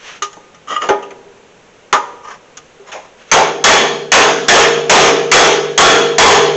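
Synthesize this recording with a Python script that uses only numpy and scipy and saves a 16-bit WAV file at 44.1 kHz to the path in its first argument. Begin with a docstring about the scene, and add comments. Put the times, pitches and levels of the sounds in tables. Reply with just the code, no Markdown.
"""Hammer and chisel on welded panels

A steel chisel is set, tapped and dragged on sheet metal in a garage, close up; sleeves brush softly.
Then eight hammer blows drive it into a seam: steel cracks on steel, the wedged chisel rattles and the
panels clang and ring, loud enough to clip the converter and pull down a limiter."""
import sys
import numpy as np
from scipy import signal
from scipy.fft import rfft, irfft
from scipy.io import wavfile
from scipy.ndimage import uniform_filter1d

SR = 44100
rng = np.random.default_rng(int(sys.argv[2]) if len(sys.argv) > 2 else 0)


def wrap_up_sound(samples):
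    """Save the sound to the file named by the first command line argument, as 16-bit audio."""
    columns = np.atleast_2d(samples).T
    # keep every value between -1 and 1, then stretch to whole-number steps
    tamed = np.clip(columns, -1, 1)
    steps = np.round(tamed * 32767).astype(np.int16)
    wavfile.write(sys.argv[1], SR, steps)


N = 289327

# free chisel: (frequency [Hz], level [dB], t60 [s])
CHISEL_MODES = [(1121, -16.5, 0.092), (1223, -6, 0.17), (1305, -15, 0.11), (1945, -14, 0.052),
                (2897, -15, 0.07), (3150, -20.5, 0.098), (5110, -29, 0.031), (6700, -37, 0.065),
                (6900, -23, 0.046)]
# steel-on-steel crack: (frequency [Hz], level [dB], t60 [s])
CRACK_MODES = [(2280, 8.5, 0.0055), (4480, -0.5, 0.011), (6200, -2, 0.094), (7000, -10.5, 0.039)]


def hammer_blows():
    """Each blow: a crack, the sheet's clang, the wedged chisel's rattle, panel modes swelling behind."""
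    # (time [s], strength [dB], crack [dB], wedged chisel [dB], favoured pitch [Hz], its boost [dB])
    blows = [(3.315, 9, -1, -20, 865, 7), (3.640, 10.5, -10.5, -3.5, 2040, 3),
             (4.118, 10.5, -8.5, -13.5, 1350, 2), (4.483, 11.5, -13, -6.5, 1630, 3.5),
             (4.896, 13.5, -18, -14.5, 840, 2), (5.315, 12.5, -24, -6.5, 1300, 1.5),
             (5.777, 13, -17, -1, 1410, 3), (6.182, 15.5, -37, 0, 1015, 7.5)]
    # welded panels: (frequency [Hz], level [dB], t60 [s])
    panel_modes = [(151.2, -16.5, 1.29), (202, -1.5, 0.27), (291, -11, 0.48), (319, -9.5, 0.68),
                   (374, 4.5, 0.42), (402, -6.5, 1.17), (419.5, -1, 0.97), (464.3, -2.5, 1.45),
                   (557, -21.5, 0.26), (644, -1, 0.47), (660, -1, 0.67), (781, 3, .45), (835, 2.5, .4),
                   (965, -17, 0.39), (986, 1.5, 0.29), (1110, -17, 0.42), (1210, -2.5, 0.32),
                   (1315, -8, 0.74), (1430, -3.5, 0.29), (1523, -9.5, 0.57), (1670, -22.5, 1.5),
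                   (1782, 1.5, 0.45)]
    out = np.zeros(N)
    ends_s = [row[0] for row in blows[1:]] + [N / SR]
    for k, ((start_s, db, crack_db, chisel_db, hz, boost_db), end_s) in enumerate(zip(blows, ends_s)):
        looseness = 0.22 ** k  # the chisel bites deeper with each blow
        length = np.interp(looseness, [0, 1], [.99, .74])
        tilt_db_oct = np.interp(looseness, [0, 1], [3.5, 2])
        panel_db = db + np.interp(k, [0, 3.4], [-20.5, -13])  # full grip after 3.4 blows
        add(out, start_s, amp(crack_db) * ring(CRACK_MODES, 0.13, spread_db=1.0, rise_s=0.00073))
        add(out, start_s, amp(db) * clang(length, tilt_db_oct, hz, boost_db, bass_rise_s=0.021))
        add(out, start_s, amp(chisel_db) * chisel_rattle())
        panel = ring(struck_at(panel_modes, hz, boost_db), .6, spread_db=1.2, rise_s=0.054)
        left_s = end_s - start_s - np.arange(len(panel)) / SR
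        handover = np.clip(1 + left_s / 0.025, 0, 1)  # the next blow starts the ring afresh
        add(out, start_s, amp(panel_db) * panel * handover)
    return out


def clang(length, tilt_db_oct, centre_hz, boost_db, bass_rise_s):
    """Dense modes of sheet and garage: noise dying band by band, bass arriving late; length scales t60."""
    # (frequency [Hz], density [dB])
    spectrum = [(59, -71), (100, -47.5), (142, -25), (388, -3.5), (466, -0.5), (613, -4), (648, -3),
                (1590, -14), (1770, -13), (3300, -24), (4350, -34.5), (6630, -27), (7960, -49),
                (10300, -94.5), (17500, -120)]
    # (frequency [Hz], base t60 [s])
    decay = [(150, 1), (400, 0.39), (1000, 0.54), (2000, 0.52), (3500, 0.66), (7000, 0.53)]
    size = round(1.3 * np.clip(length, .1, 1) * SR)
    hz, t, bands = signal.stft(noise(size, spectrum, lines_db=2.0), SR, nperseg=256, noverlap=192)
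    hz = hz[:, None]
    patches = uniform_filter1d(rng.standard_normal(bands.shape), size=3, axis=0)
    patches_db = 2.0 * unit_rms(uniform_filter1d(patches, size=30, axis=1))
    rise = 1 - np.exp(-(t + 0.00015) * (hz + 100) / (1000 * bass_rise_s))
    colour_db = tilt_db_oct * np.log2(hz / 1000 + 0.12) + favour_db(hz, centre_hz, boost_db) + patches_db
    bands = bands * rise * amp(colour_db - 60 * t / (length * lookup(decay, hz)))
    return signal.istft(bands, SR, nperseg=256, noverlap=192)[1][:size]


def chisel_rattle(duration_s=.55, blur_s=.011, rise_s=0.011):
    """The chisel rattles in the seam: each mode wanders in level and phase within the blur time."""
    # wedged chisel: (frequency [Hz], level [dB], t60 [s])
    wedged_modes = [(1712, -17, 0.48), (2280, -7, 0.5), (3100, -8.5, 0.66), (3280, -0.5, 0.57),
                    (3383, 2.5, 0.56), (4280, -10.5, 0.71), (5160, -16, 0.41), (6580, -4.5, 0.53)]
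    hz, db, t60 = np.transpose(wedged_modes)[:, :, None]
    t = np.arange(round(duration_s * SR)) / SR
    shake = rng.standard_normal((2, len(wedged_modes), len(t)))
    width = round(blur_s * SR)
    sin_gain, cos_gain = unit_rms(uniform_filter1d(uniform_filter1d(shake, width), width))
    phase = 2 * np.pi * hz * t
    blurred = sin_gain * np.sin(phase) + cos_gain * np.cos(phase)
    return (amp(db - 60 * t / t60) * blurred).sum(0) * (1 - np.exp(-t / rise_s))


def chisel_knocks():
    """Light knocks: the chisel ticks, rings briefly and stirs the floor pan under it."""
    # (time [s], chisel [dB], clang [dB], floor pan [dB], length [factor], tilt [dB/octave],
    #  favoured pitch [Hz], its boost [dB])
    knocks = [(0.2215, -5, -20, -36, 0.21, 8.5, 403, 22), (0.329, -30, -35, -50, 0.11, 5.5, 6660, 11),
              (0.3675, -54, -32.5, -71, 0.064, -16.5, 900, 30), (.546, -33, -48, -53, .15, 7, 6030, 5),
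              (0.686, -26, -35, -55, .2, 7.5, 604, 5), (0.7054, -21, -28, -38.5, .3, 4, 590, 20),
              (0.763, -3, -29, -41, .32, 4, 600, 0), (0.819, -3.5, -16, -46, 0.34, -2, 560, -2),
              (0.8886, -6.5, -6, -14, .41, -1.5, 380, -2), (.905, -26, -33, -20, .1, 1.3, 398, 16),
              (1.025, -21.5, -32, -64, .3, 3, 2920, 8), (1.106, -35, -26, -64, 0.15, 1.5, 6140, -6),
              (1.9273, 5.5, -1.5, -12, .3, 2.5, 1187, 11), (2.305, -44, -34.5, -72, .15, 6, 1660, 21),
              (2.571, -30, -28, -73, .12, 7.5, 6100, -1.1), (2.798, -47, -46, -57, .07, -2, 394, 22.5),
              (2.917, -39, -30, -42, 0.32, 7, 2680, 9), (2.926, -61, -26.5, -42.5, 0.63, 2.5, 710, 12)]
    # floor pan: (frequency [Hz], level [dB], base t60 [s])
    pan_modes = [(200.3, -21, 0.85), (284, -33, 0.99), (382, -9, 0.27), (400.6, -1, 0.34), (465, -13.5, 1.),
                 (572, -13, 0.85), (560, -18, 0.68), (640, -4.5, 0.47), (783, -16, 0.3), (822, 2, 0.22),
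                 (842.3, 2.5, 0.37), (938, -4.5, 0.46), (963, -8, 0.81), (1060, -21, 0.14),
                 (1190, -22, 0.66), (1234, -1.5, 0.26), (1388, 0, 0.18), (1545, 1, 0.16), (1684, -5, 0.11),
                 (1820, -6, 0.38), (2100, -3, 0.12), (2360, -13, .18), (3060, -13, 0.14),
                 (3500, -3.5, 0.06)]
    out = np.zeros(N)
    for start_s, chisel_db, clang_db, pan_db, length, tilt_db_oct, hz, boost_db in knocks:
        add(out, start_s, amp(chisel_db) * ring(CHISEL_MODES, .25, spread_db=0.4, rise_s=0.00065))
        add(out, start_s, amp(clang_db) * clang(length, tilt_db_oct, hz, boost_db, bass_rise_s=0.0082))
        add(out, start_s, amp(clang_db - 11.5) * ring(CRACK_MODES, .06, spread_db=1.1, rise_s=0.00042))
        modes = struck_at(pan_modes, hz, boost_db, 0.5 + length, tilt_db_oct)
        add(out, start_s, amp(pan_db) * ring(modes, 1.0, spread_db=1.2, rise_s=0.00089))
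    return out


def chisel_drags(slips_per_s=1000):
    """Uneven slips of the edge on rust, heard through the sheet and the chisel, which the contact damps."""
    # (start [s], rise [s], slide [s], level [dB], fade over the slide [dB], chisel's power share [0-1])
    drags = [(.672, 0.029, 0.055, -19, -1, 0.84), (.80, 0.023, 0.047, -20.5, -5, 0.53),
             (2.232, 0.016, 0.091, -28, -7, 0.37), (2.852, .02, 0.18, -35, -9, 0.07)]
    damped_modes = struck_at(CHISEL_MODES, 7000, 3.9, length=.45, tilt_db_oct=0.5)
    out = np.zeros(N)
    for start_s, rise_s, slide_s, db, fade_db, share in drags:
        gain = stroke(rise_s, slide_s, db, fade_db)
        size = len(gain)
        strengths = amp(3.5 * np.minimum(rng.exponential(1, size), 3.5)) * rng.choice([-1, 1], size)
        slips = unit_rms(strengths * (rng.random(size) < slips_per_s / SR)) * gain
        chisel = ring(damped_modes, .1, spread_db=0, rise_s=0.00018)
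        sheet = clang(length=0.1, tilt_db_oct=0.48, centre_hz=1100, boost_db=4.9, bass_rise_s=0.013)
        add(out, start_s, np.sqrt(share) * resonate(slips, chisel))
        add(out, start_s, np.sqrt(1 - share) * resonate(slips, sheet))
    return out


def sleeves():
    """Cloth brushing: soft swishes of noise."""
    # (start [s], rise [s], slide [s], level [dB], fade over the slide [dB])
    brushes = [(0, .08, 0.094, -31, -7), (3.161, 0.062, .03, -43, -9), (3.252, 0.048, .02, -40, -2)]
    # (frequency [Hz], density [dB])
    spectrum = [(250, -14), (420, -3), (800, -4), (1300, 3), (3000, 1.5), (4900, -10.5), (6300, -3),
                (8000, -22), (12000, -34)]
    out = np.zeros(N)
    for start_s, *shape in brushes:
        gain = stroke(*shape)
        add(out, start_s, noise(len(gain), spectrum) * gain)
    return out


def garage_echo(x, level_db=-15.5, delay_s=.008):
    """Walls and shelves: a noise tail that dies band by band."""
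    decay = [(150, 1.6), (1000, 0.59), (4000, 0.55), (8000, 0.52)]  # (frequency [Hz], t60 [s])
    hz, t, bands = signal.stft(rng.standard_normal(SR), SR, nperseg=256)
    envelope = amp(-60 * t / lookup(decay, hz)[:, None]) * (t > delay_s)
    tail = signal.istft(bands * envelope, SR, nperseg=256)[1]
    return amp(level_db) * resonate(x, tail)[:N]


def garage_air(level_db=-44.5):
    """The garage's quiet: faint steady noise."""
    # (frequency [Hz], density [dB])
    spectrum = [(20, -7), (68, -9.5), (148, -6.5), (330, -9.5), (480, -1.5), (650, -8), (1280, -12.5),
                (2800, -15.5), (4900, -26), (6400, -20.5), (8000, -28.5), (12000, -40.5)]
    return amp(level_db) * noise(N, spectrum)


def ring(modes, duration_s, spread_db, rise_s):
    """Dying sines; level and phase of each vary from strike to strike."""
    hz, db, t60 = np.transpose(modes)[:, :, None]
    t = np.arange(round(duration_s * SR)) / SR
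    level_draw, phase_draw = rng.standard_normal((2, len(modes), 1))
    envelopes = amp(db + spread_db * level_draw - 60 * t / t60)
    sines = np.sin(2 * np.pi * hz * t + np.pi * phase_draw)
    return (envelopes * sines).sum(0) * (1 - np.exp(-t / rise_s))


def struck_at(modes, centre_hz, boost_db, length=1, tilt_db_oct=0):
    """Modes as stirred from one place: boosted near a pitch, tilted, t60 scaled by length."""
    return [(hz, db + favour_db(hz, centre_hz, boost_db) + tilt_db_oct * np.log2(hz / 1000), t60 * length)
            for hz, db, t60 in modes]


def favour_db(hz, centre_hz, boost_db, width_oct=0.17):
    """Bell of gain around the pitch that a struck place favours."""
    return boost_db * np.exp(-.5 * (np.log2((hz + 1) / centre_hz) / width_oct) ** 2)


def stroke(rise_s, slide_s, db, fade_db, lift_s=0.033, edge_db=-13):
    """Gain of a rubbing stroke: swells, slides while fading, lifts off."""
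    marks_s = np.cumsum([0, rise_s, slide_s, lift_s])
    t = np.arange(0, marks_s[-1], 1 / SR)
    return amp(db + np.interp(t, marks_s, [edge_db, 0, fade_db, fade_db + edge_db]))


def noise(size, spectrum, lines_db=0, line_width_hz=18):
    """Shaped noise of rms 1, optionally lumped into narrow lines at random pitches."""
    hz = np.fft.rfftfreq(size, 1 / SR)
    width = max(1, round(line_width_hz * size / SR))
    lines = unit_rms(uniform_filter1d(rng.standard_normal(len(hz)), width))
    gain = amp(lookup(spectrum, hz) + lines_db * lines)
    return unit_rms(irfft(rfft(rng.standard_normal(size)) * gain, size))


def resonate(x, response):
    """Convolve with a response scaled to unit energy."""
    return signal.fftconvolve(x, response / np.linalg.norm(response))


def lookup(points, hz):
    """Interpolate (frequency [Hz], value) on a log-frequency axis."""
    points_hz, values = np.transpose(points)
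    return np.interp(np.log(hz + 1), np.log(points_hz + 1), values)


def amp(db):
    return 10 ** (np.asarray(db) / 20)


def unit_rms(x):
    return x / np.sqrt(np.mean(x ** 2) + 1e-20)


def add(mix, start_s, sound):
    part = mix[round(start_s * SR):][:len(sound)]
    part += sound[:len(part)]


def scene():
    """Steel and its echo over garage air and sleeves; mono."""
    steel = hammer_blows() + chisel_knocks() + chisel_drags()
    return (steel + garage_echo(steel) + garage_air() + sleeves())[None]


def record(dry):
    """Peaks clip at the converter's ceiling, a limiter pulls them down; thinned bass, band limit."""
    ceiling, bass_hz, edge_hz = .79, 134, 7950
    limit_db, attack_s, release_db_per_s = -5.5, 0.0013, 11.1
    clipped = np.clip(dry, -ceiling, ceiling)
    pole = np.exp(-1 / (attack_s * SR))
    power_db = 10 * np.log10(signal.lfilter([1 - pole], [1, -pole], clipped[0] ** 2) + 1e-12)
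    release_db = np.arange(N) * release_db_per_s / SR
    reduction_db = np.maximum.accumulate(np.maximum(power_db - limit_db, 0) + release_db) - release_db
    limited = clipped / amp(reduction_db)
    bass = signal.oaconvolve(limited, signal.firwin(2047, bass_hz, fs=SR)[None], "same")
    lowpass = signal.firwin(255, edge_hz, window=("kaiser", 8), fs=SR)
    return signal.oaconvolve(limited - 0.39 * bass, lowpass[None], "same")


dry = scene()
out = record(dry)
wrap_up_sound(out)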